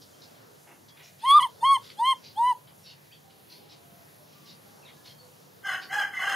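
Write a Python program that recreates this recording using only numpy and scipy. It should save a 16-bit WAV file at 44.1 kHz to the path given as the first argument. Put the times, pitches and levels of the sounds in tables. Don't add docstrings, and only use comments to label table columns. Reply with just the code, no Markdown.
import sys
import numpy as np
from scipy import signal
from scipy.fft import irfft, next_fast_len
from scipy.io import wavfile
from scipy.ndimage import uniform_filter1d

SR = 44100
rng = np.random.default_rng(int(sys.argv[2]) if len(sys.argv) > 2 else 0)


def makeup_ratio(level_db):
    decades = np.asarray(level_db, float) / 20
    return 10 ** decades


def transcribe(signal):
    frames = np.atleast_2d(signal).T
    limited = np.clip(frames, -1, 1)
    pcm = np.round(limited * 32767).astype(np.int16)
    wavfile.write(sys.argv[1], SR, pcm)


N = 280035
TIME = np.arange(N) / SR
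SIZE = next_fast_len(N)
BINS_HZ = np.arange(SIZE // 2 + 1) * SR / SIZE
SIDES = np.array([[1], [-1]])


def unit(x):
    return x / np.sqrt(np.mean(x ** 2))


def shaped(gain):
    used = np.flatnonzero(gain > gain.max() / 1e4)
    spectrum = np.zeros(len(gain), complex)
    spectrum[used] = gain[used] * (rng.standard_normal((len(used), 2)) @ [1, 1j])
    return unit(irfft(spectrum, SIZE)[:N])


def noise(hz, width):
    return shaped(np.exp(-((BINS_HZ - hz) / width) ** 2 * 2))


def colour(table, hz):
    f, db = np.transpose(table)
    return np.interp(np.log(hz), np.log(f), db)


def resonances(modes, hz, power=1):
    return sum(makeup_ratio(db / power) / (1 + (2 * (hz - f) / width) ** 2) for f, width, db in modes) ** power


def phrase(tables, join_s, fade_s):
    s, *columns = np.transpose(np.concatenate(tables))
    gate = np.zeros(N)
    for rows in tables:
        start_s, end_s = rows[0][0] - join_s, rows[-1][0] + join_s
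        gate[int(start_s * SR):int(end_s * SR)] = 1
    return uniform_filter1d(gate, int(fade_s * SR)), [np.interp(TIME, s, c) for c in columns]


def swell(s, length, rise):
    u = (TIME - s) / length
    ramp = np.minimum(u / rise, (1 - u) / (1 - rise))
    return np.sin(np.pi / 2 * np.clip(ramp, 0, 1)) ** 2


def whistles(table, wobble):
    out = np.zeros(N)
    for s, db, start_hz, end_hz, length in table:
        glide = np.interp(TIME, [s, s + length], [start_hz, end_hz])
        hz = glide * (1 + wobble * noise(0, 130))
        tone = np.sin(2 * np.pi * np.cumsum(hz) / SR)
        out += makeup_ratio(db) * np.sqrt(swell(s, length, 0.36)) * tone
    return out


def yard(x, wet_db, t60):
    t = TIME[:SR // 2]
    decay = np.exp(-np.log(1000) * t / t60) * np.minimum(t / 0.017, 1)
    tail = rng.standard_normal((2, len(t))) * decay
    dull = signal.butter(1, 6000, fs=SR)
    tail = signal.lfilter(*dull, tail[0] + .33 * tail[1] * SIDES)
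    tail = tail / np.sqrt(np.sum(tail[0] ** 2))
    return x + makeup_ratio(wet_db) * signal.fftconvolve(x[None], tail)[:, :N]


def air():
    # (frequency [Hz], density [dB per Hz])
    hiss_tint = [(25, -38), (75, -28), (100, -8), (150, -3), (300, -9.5), (500, -8.5), (1200, -17.5),
                 (2300, -22.5), (4500, -20), (7200, -22.5), (7600, -27.5), (8100, -26.5), (10100, -23),
                 (10700, -19), (14900, -25), (15300, -26.5)]
    # (frequency [Hz], side minus mid [dB])
    spread = [(30, -5), (60, -24.5), (110, -16), (200, -2.5), (380, 1.5), (1300, 2), (2400, 3), (3400, -6),
              (5000, -31), (7000, -18), (8500, -2), (10000, 0), (12500, -15.5), (15000, -28.5)]
    # (frequency [Hz], width [Hz], level [dB])
    hum_lines = [(105, 32, -70.5), (146.4, 14, -68)]
    hiss_db, top_hz = -54.5, 15750
    out, drift = 0, noise(0, 1.5)
    tint = makeup_ratio(colour(hiss_tint, BINS_HZ + 1)) * (BINS_HZ < top_hz)
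    for hz in 30 * 2 ** np.arange(0, 9.1, .5):
        gain = tint * np.exp(-(np.log2((BINS_HZ + 1) / hz) * 2) ** 2)
        pair = shaped(gain) + makeup_ratio(colour(spread, hz)) * shaped(gain) * SIDES
        flicker = makeup_ratio(.7 * drift + 2.2 * noise(0, 5.2))
        out = out + flicker * np.linalg.norm(gain) * pair
    hum = sum(makeup_ratio(db) * noise(hz, width) for hz, width, db in hum_lines)
    return makeup_ratio(hiss_db) * unit(out) + hum


def far_cock():
    # (time [s], level [dB], start pitch [Hz], end pitch [Hz], length [s])
    calls = [(3.24, -58, 784, 770, 0.033), (3.48, -64, 980, 985, 0.15), (3.6, -58.5, 812, 824, 0.045),
             (3.75, -69, 695, 670, 0.45), (4.1, -65, 616, 595, 0.14), (4.3, -65.5, 1231, 1100, 0.17),
             (4.66, -58.5, 816, 793, 0.037), (4.7, -69, 1160, 1136, 0.052), (4.93, -68, 1003, 1000, 0.16),
             (4.96, -63.5, 1660, 1730, 0.048), (5.2, -59, 502, 496, 0.068)]
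    return yard(whistles(calls, 0.01115), 0, 0.93)


def birds():
    # (time [s], level [dB], start pitch [Hz], end pitch [Hz], length [s])
    chirps = [(.13, -64, 3200, 3200, .03), (.895, -59, 3400, 3200, .02), (2.25, -56, 4000, 4000, .04),
              (2.83, -60, 5700, 5600, .03), (2.86, -57, 4400, 3900, .03), (2.87, -59, 2900, 2900, .05),
              (3.108, -60, 2300, 2850, .022), (3.115, -59, 4400, 4500, .03), (3.12, -54, 2950, 3750, .02),
              (3.51, -57, 3900, 4600, .03), (3.69, -60, 5250, 5300, .03), (4.48, -56, 3700, 3900, .03),
              (4.485, -56, 4500, 4800, .03), (4.82, -60, 2800, 2300, .03), (4.845, -56, 4200, 2900, .05),
              (5.06, -56, 4500, 4300, .04), (5.09, -57, 3000, 3300, .03), (5.18, -58, 4500, 4400, .05),
              (5.82, -51, 4600, 4500, .04)]
    return makeup_ratio(2.5) * yard(whistles(chirps, .025), -2, .22)


def cock():
    # (time [s], throat pulse rate [Hz], level [dB], mouth opening [dB])
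    crow = [
        [(5.634, 780, -51.5, 4), (5.66, 771.1, -34, -4.5), (5.7, 760, -31.5, 2.5), (5.748, 754, -31, -11),
         (5.77, 755.3, -39, -11), (5.8, 770.3, -42, -15)],
        [(5.893, 760, -51.5, 10), (5.91, 770.8, -36, 5), (5.93, 809.3, -25, -11), (5.962, 843.6, -23.5, -26),
         (6.025, 815, -24, -11), (6.05, 813.6, -37, 0), (6.09, 800, -44, 0)],
        [(6.13, 760, -42.5, 7), (6.175, 755, -40.5, 15), (6.22, 759, -31.5, 4.5), (6.255, 795, -30.5, -6),
         (6.3, 789.3, -28.5, -4), (6.35, 760, -28, -17)],
    ]
    # (frequency [Hz], width [Hz], level [dB])
    beak = [(1181, 280, -12.5), (1593, 325, -1.5), (1932, 220, -20.5), (2467, 530, -48.5), (3017, 430, -10),
            (4215, 240, -27.5), (5103, 250, -21), (6276, 1600, -27.5), (9040, 3300, -29.5),
            (12500, 700, -40.5), (13900, 2100, -34.5), (645, 800, -21)]
    # (unevenness of the pulses [0-1], hoarseness [0-1], chest line [dB])
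    throats = [
        (0.94, 0.54, -15.5),
        (0.22, .3, -10.5),
        (0.98, .6, -16),
    ]
    gate, (hz, db, mouth_db) = phrase(crow, 0.0027, 0.0108)
    syllable = np.searchsorted([rows[0][0] for rows in crow[1:]], TIME)
    uneven, hoarse, chest_db = np.transpose(throats)[:, syllable]
    half = hz / 2 * (1 + .018 * noise(0, 70))
    turn = 2 * np.pi * np.cumsum(half) / SR
    voice = 0
    for k in range(2, 20):
        flutter = 1 + hoarse * 2.24 * noise(0, 90)
        tract = makeup_ratio(chest_db + 3.5) if k == 2 else resonances(beak, k * half, power=1.1)
        pulse = uneven if k % 2 else 1
        voice = voice + flutter * tract * pulse * np.sin(k * turn + k * k)
    rasp = shaped(resonances(beak, BINS_HZ, power=1.2) * (BINS_HZ > 250)) * makeup_ratio(1.97 * noise(0, 130))
    mouth = makeup_ratio(mouth_db - 9.0) * noise(2030, 150)
    low_cut = signal.butter(3, 400, "high", fs=SR, output="sos")
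    call = signal.sosfilt(low_cut, 0.62 * voice + 0.93 * hoarse * rasp + mouth)
    return yard(gate * makeup_ratio(db) * call, -8, 0.33)


def pants():
    # (time [s], level [dB], centre [Hz], length [s])
    puffs = [(.005, -54.5, 4800, 0.049), (0.208, -55.5, 4570, 0.075), (0.647, -57, 1110, 0.17),
             (0.878, -57.5, 4330, 0.04), (0.935, -58, 2470, 0.24), (1.015, -57.5, 5100, 0.11),
             (1.175, -53, 3800, 0.23), (1.797, -55.5, 3966, 0.2), (1.9, -44, 3420, 0.009),
             (2.218, -52.5, 4220, 0.14), (2.661, -60.5, 3000, 0.07), (2.827, -54, 4200, 0.16),
             (3.296, -59, 3570, .036), (3.472, -56, 4270, 0.18), (3.676, -58, 4140, 0.14),
             (4.327, -61.5, 3940, 0.028), (4.44, -57.5, 4560, 0.15), (4.838, -60, 2650, .13),
             (5.034, -53.5, 4070, 0.13), (5.796, -50.5, 4040, 0.087)]
    width_hz = 2500
    out = np.zeros(N)
    for s, db, hz, length in puffs:
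        streaks = makeup_ratio(3.2 * np.interp(BINS_HZ, np.arange(80) * 220, rng.standard_normal(80)))
        bell = np.exp(-((BINS_HZ - hz) / width_hz) ** 2 * 2)
        burst = shaped(streaks * (BINS_HZ > 150) * bell)
        grain_db = 2.5 * noise(0, 120.8)
        out += makeup_ratio(db + grain_db) * swell(s, length, 0.25) * burst
    return yard(out, -5.5, 0.1)


def monkey():
    # (time [s], pitch [Hz], level [dB], fold press [dB])
    strained_coo = [(1.22, 850, -63.5, -71.5), (1.24, 920, -29.5, -53.5), (1.265, 1055, -25, -54.5),
                    (1.29, 1090, -18.5, -45), (1.31, 1111, -15, -37), (1.335, 1156, -13.5, -45.5),
                    (1.362, 1207, -10.5, -48.5), (1.385, 1196, -12, -47)]
    # (time [s], pitch [Hz], level [dB], fold press [dB])
    cracked_tail = [(1.394, 1179, -13.5, -51), (1.405, 990, -29, -42), (1.423, 979, -25, -43.5),
                    (1.434, 1105, -23, -46), (1.458, 965, -26.5, -51.5), (1.47, 892, -40.5, -55)]
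    # (time [s], pitch [Hz], level [dB], fold press [dB])
    calm_coos = [
        [(1.614, 887, -56, -61), (1.633, 922, -20, -49.5), (1.655, 1067, -20, -47.5), (1.7, 1103, -16.5, -48),
         (1.73, 1108, -14.5, -40), (1.764, 1038, -26.5, -47.5), (1.776, 908, -30.5, -55),
         (1.783, 849, -62, -53)],
        [(1.977, 805, -56.5, -63), (1.999, 889, -26.5, -51.5), (2.025, 950, -21.5, -55),
         (2.058, 1028, -25, -46.5), (2.089, 1077, -19.5, -44), (2.112, 1061, -23, -43),
         (2.127, 1044, -23.5, -48), (2.138, 914, -34.5, -52), (2.144, 867, -65, -67)],
        [(2.36, 772, -57, -68), (2.378, 864, -29, -56.5), (2.4, 920, -21.5, -57), (2.45, 982, -21, -52),
         (2.483, 1010, -20.5, -53.5), (2.515, 981, -21, -51.5), (2.529, 907, -29.5, -50),
         (2.536, 840, -50, -64)],
    ]
    # (time [s], half length [s], level loss [0-1], pitch drop [share])
    slips = [
        (1.3895, .0025, .95, .1),
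        (1.4015, .002, .8, .03),
    ]
    # (frequency [Hz], gain over the press [dB])
    second_partial = [(1700, -12), (1880, -6.5), (1990, 8.5), (2150, 8), (2250, 1), (2420, -2)]
    third_partial = [(2600, -20.5), (2850, -5.5), (3050, 16.5), (3300, 17.5), (3450, 18), (3620, 14.5)]
    fourth_partial = [(3200, -2), (3500, 5.5), (3760, -13), (4050, -6.5), (4350, 2), (4820, 0)]
    # (frequency [Hz], width [Hz], level over the top ring [dB])
    upper_throat = [(3350, 440, 15), (4440, 530, -5.5), (6500, 4300, -12.5), (8800, 350, -0.5),
                    (9700, 590, -18), (10886, 700, -9.5), (13000, 3000, -20.5)]
    rest_press_db, strain_end_s = -48.5, 1.48
    gate, (hz, db1, top_db) = phrase([strained_coo, cracked_tail, *calm_coos], 0.005, .006)
    press = top_db - rest_press_db
    db2 = rest_press_db + .6 * press + colour(second_partial, 2 * hz)
    tongue_db = -24 * np.exp(-((TIME - 1.731) / 0.014) ** 2)
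    db3 = rest_press_db + .9 * press + colour(third_partial, 3 * hz) + tongue_db
    fall = np.minimum(np.gradient(hz) * SR + 2600, 0)
    slack_db = uniform_filter1d(.003 * fall, size=200)
    ladder_db = rest_press_db + 0.86 * press - 1.5 + slack_db
    for s, half, loss, drop in slips:
        slip = np.exp(-((TIME - s) / half) ** 2)
        gate, hz = gate * (1 - loss * slip), hz * (1 - drop * slip)
    tremor = 1 + .002 * noise(0, 120)
    hz = uniform_filter1d(hz, size=150) * tremor
    turn = 2 * np.pi * np.cumsum(hz) / SR
    voice = sum(makeup_ratio(db) * np.sin(k * turn) for k, db in ((1, db1), (2, db2), (3, db3)))
    db4 = rest_press_db + .45 * press + colour(fourth_partial, 4 * hz) + slack_db
    voice += makeup_ratio(db4) * (1 + .3 * noise(0, 120)) * np.sin(4 * turn)
    for k in range(5, 15):
        shimmer = .75 + .075 * k * noise(0, 230)
        tract = resonances(upper_throat, k * hz) ** 1.1
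        voice += makeup_ratio(ladder_db) * shimmer * tract * np.sin(k * turn)
    breath = makeup_ratio(db3 - 24) * noise(2800, 2000)
    breath += makeup_ratio(top_db - 7.0) * noise(4442, 3000)
    breath += makeup_ratio(db1 - 43) * noise(1200, 900)
    breath += makeup_ratio(db1 - 36) * (TIME < strain_end_s) * noise(3600, 2200)
    ring = makeup_ratio(top_db - 3.0) * (noise(8660, 70) + .4 * SIDES * noise(10000, 300))
    calm = TIME > strain_end_s
    hiss = makeup_ratio(top_db - 3.5 - 18.5 * calm) * noise(9500, 1000)
    hiss += makeup_ratio(top_db - 10.5 - 6 * calm) * noise(11500, 3000)
    room = yard(gate * (np.sqrt(2) * voice + breath), -23, .17)
    return room + gate * (ring + hiss)


def scene():
    return air() + far_cock() + birds() + cock() + pants() + monkey()


def thin_masked(x):
    # (frequency [Hz], width [Hz], frailty [dB])
    frail = [(3720, 260, 22), (4680, 310, 23), (5650, 390, 25.5), (7500, 260, 20), (9900, 800, 18),
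             (11300, 250, 21), (12200, 250, 21), (13000, 300, 21), (15300, 500, 21)]
    under_db, reach_bands, whim_db, busy_db = 11., 3., 2.5, -62.
    spectrum = signal.stft(x, nperseg=1024)[2]
    power = uniform_filter1d(np.abs(spectrum[:, :512]).mean(0) ** 2, size=3, axis=1)
    band_db = 10 * np.log10(np.abs(power.reshape(128, 4, -1).mean(1)) + 1e-14)
    near = np.exp(-np.abs(np.arange(-20, 21)) / reach_bands)[:, None]
    mask = signal.fftconvolve(makeup_ratio(band_db / 2), near / near.sum(), mode="same", axes=0)
    mask_db = 40 * np.log10(np.abs(mask))
    busy = np.clip((band_db.max(0) - busy_db) / 10, .3, 1)
    frail_db = resonances(frail, (np.arange(128)[:, None] + .5) * SR / 256) * busy
    frames = band_db.shape[1]
    whim = np.repeat(rng.standard_normal((128, frames // 6 + 1)), 6, axis=1)[:, :frames]
    keep = np.clip((band_db - mask_db + under_db - frail_db + whim_db * whim) / 2, 0, 1)
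    keep[:13] = 1
    spectrum[:, :512] *= np.repeat(keep, 4, axis=0)
    return signal.istft(spectrum, nperseg=1024)[1][:, :N]


def top_cut(x):
    return signal.sosfilt(signal.butter(12, 15950, fs=SR, output="sos"), x)


def record(dry):
    mix = thin_masked(dry)
    return top_cut(mix)


dry = scene()
out = record(dry)
transcribe(out)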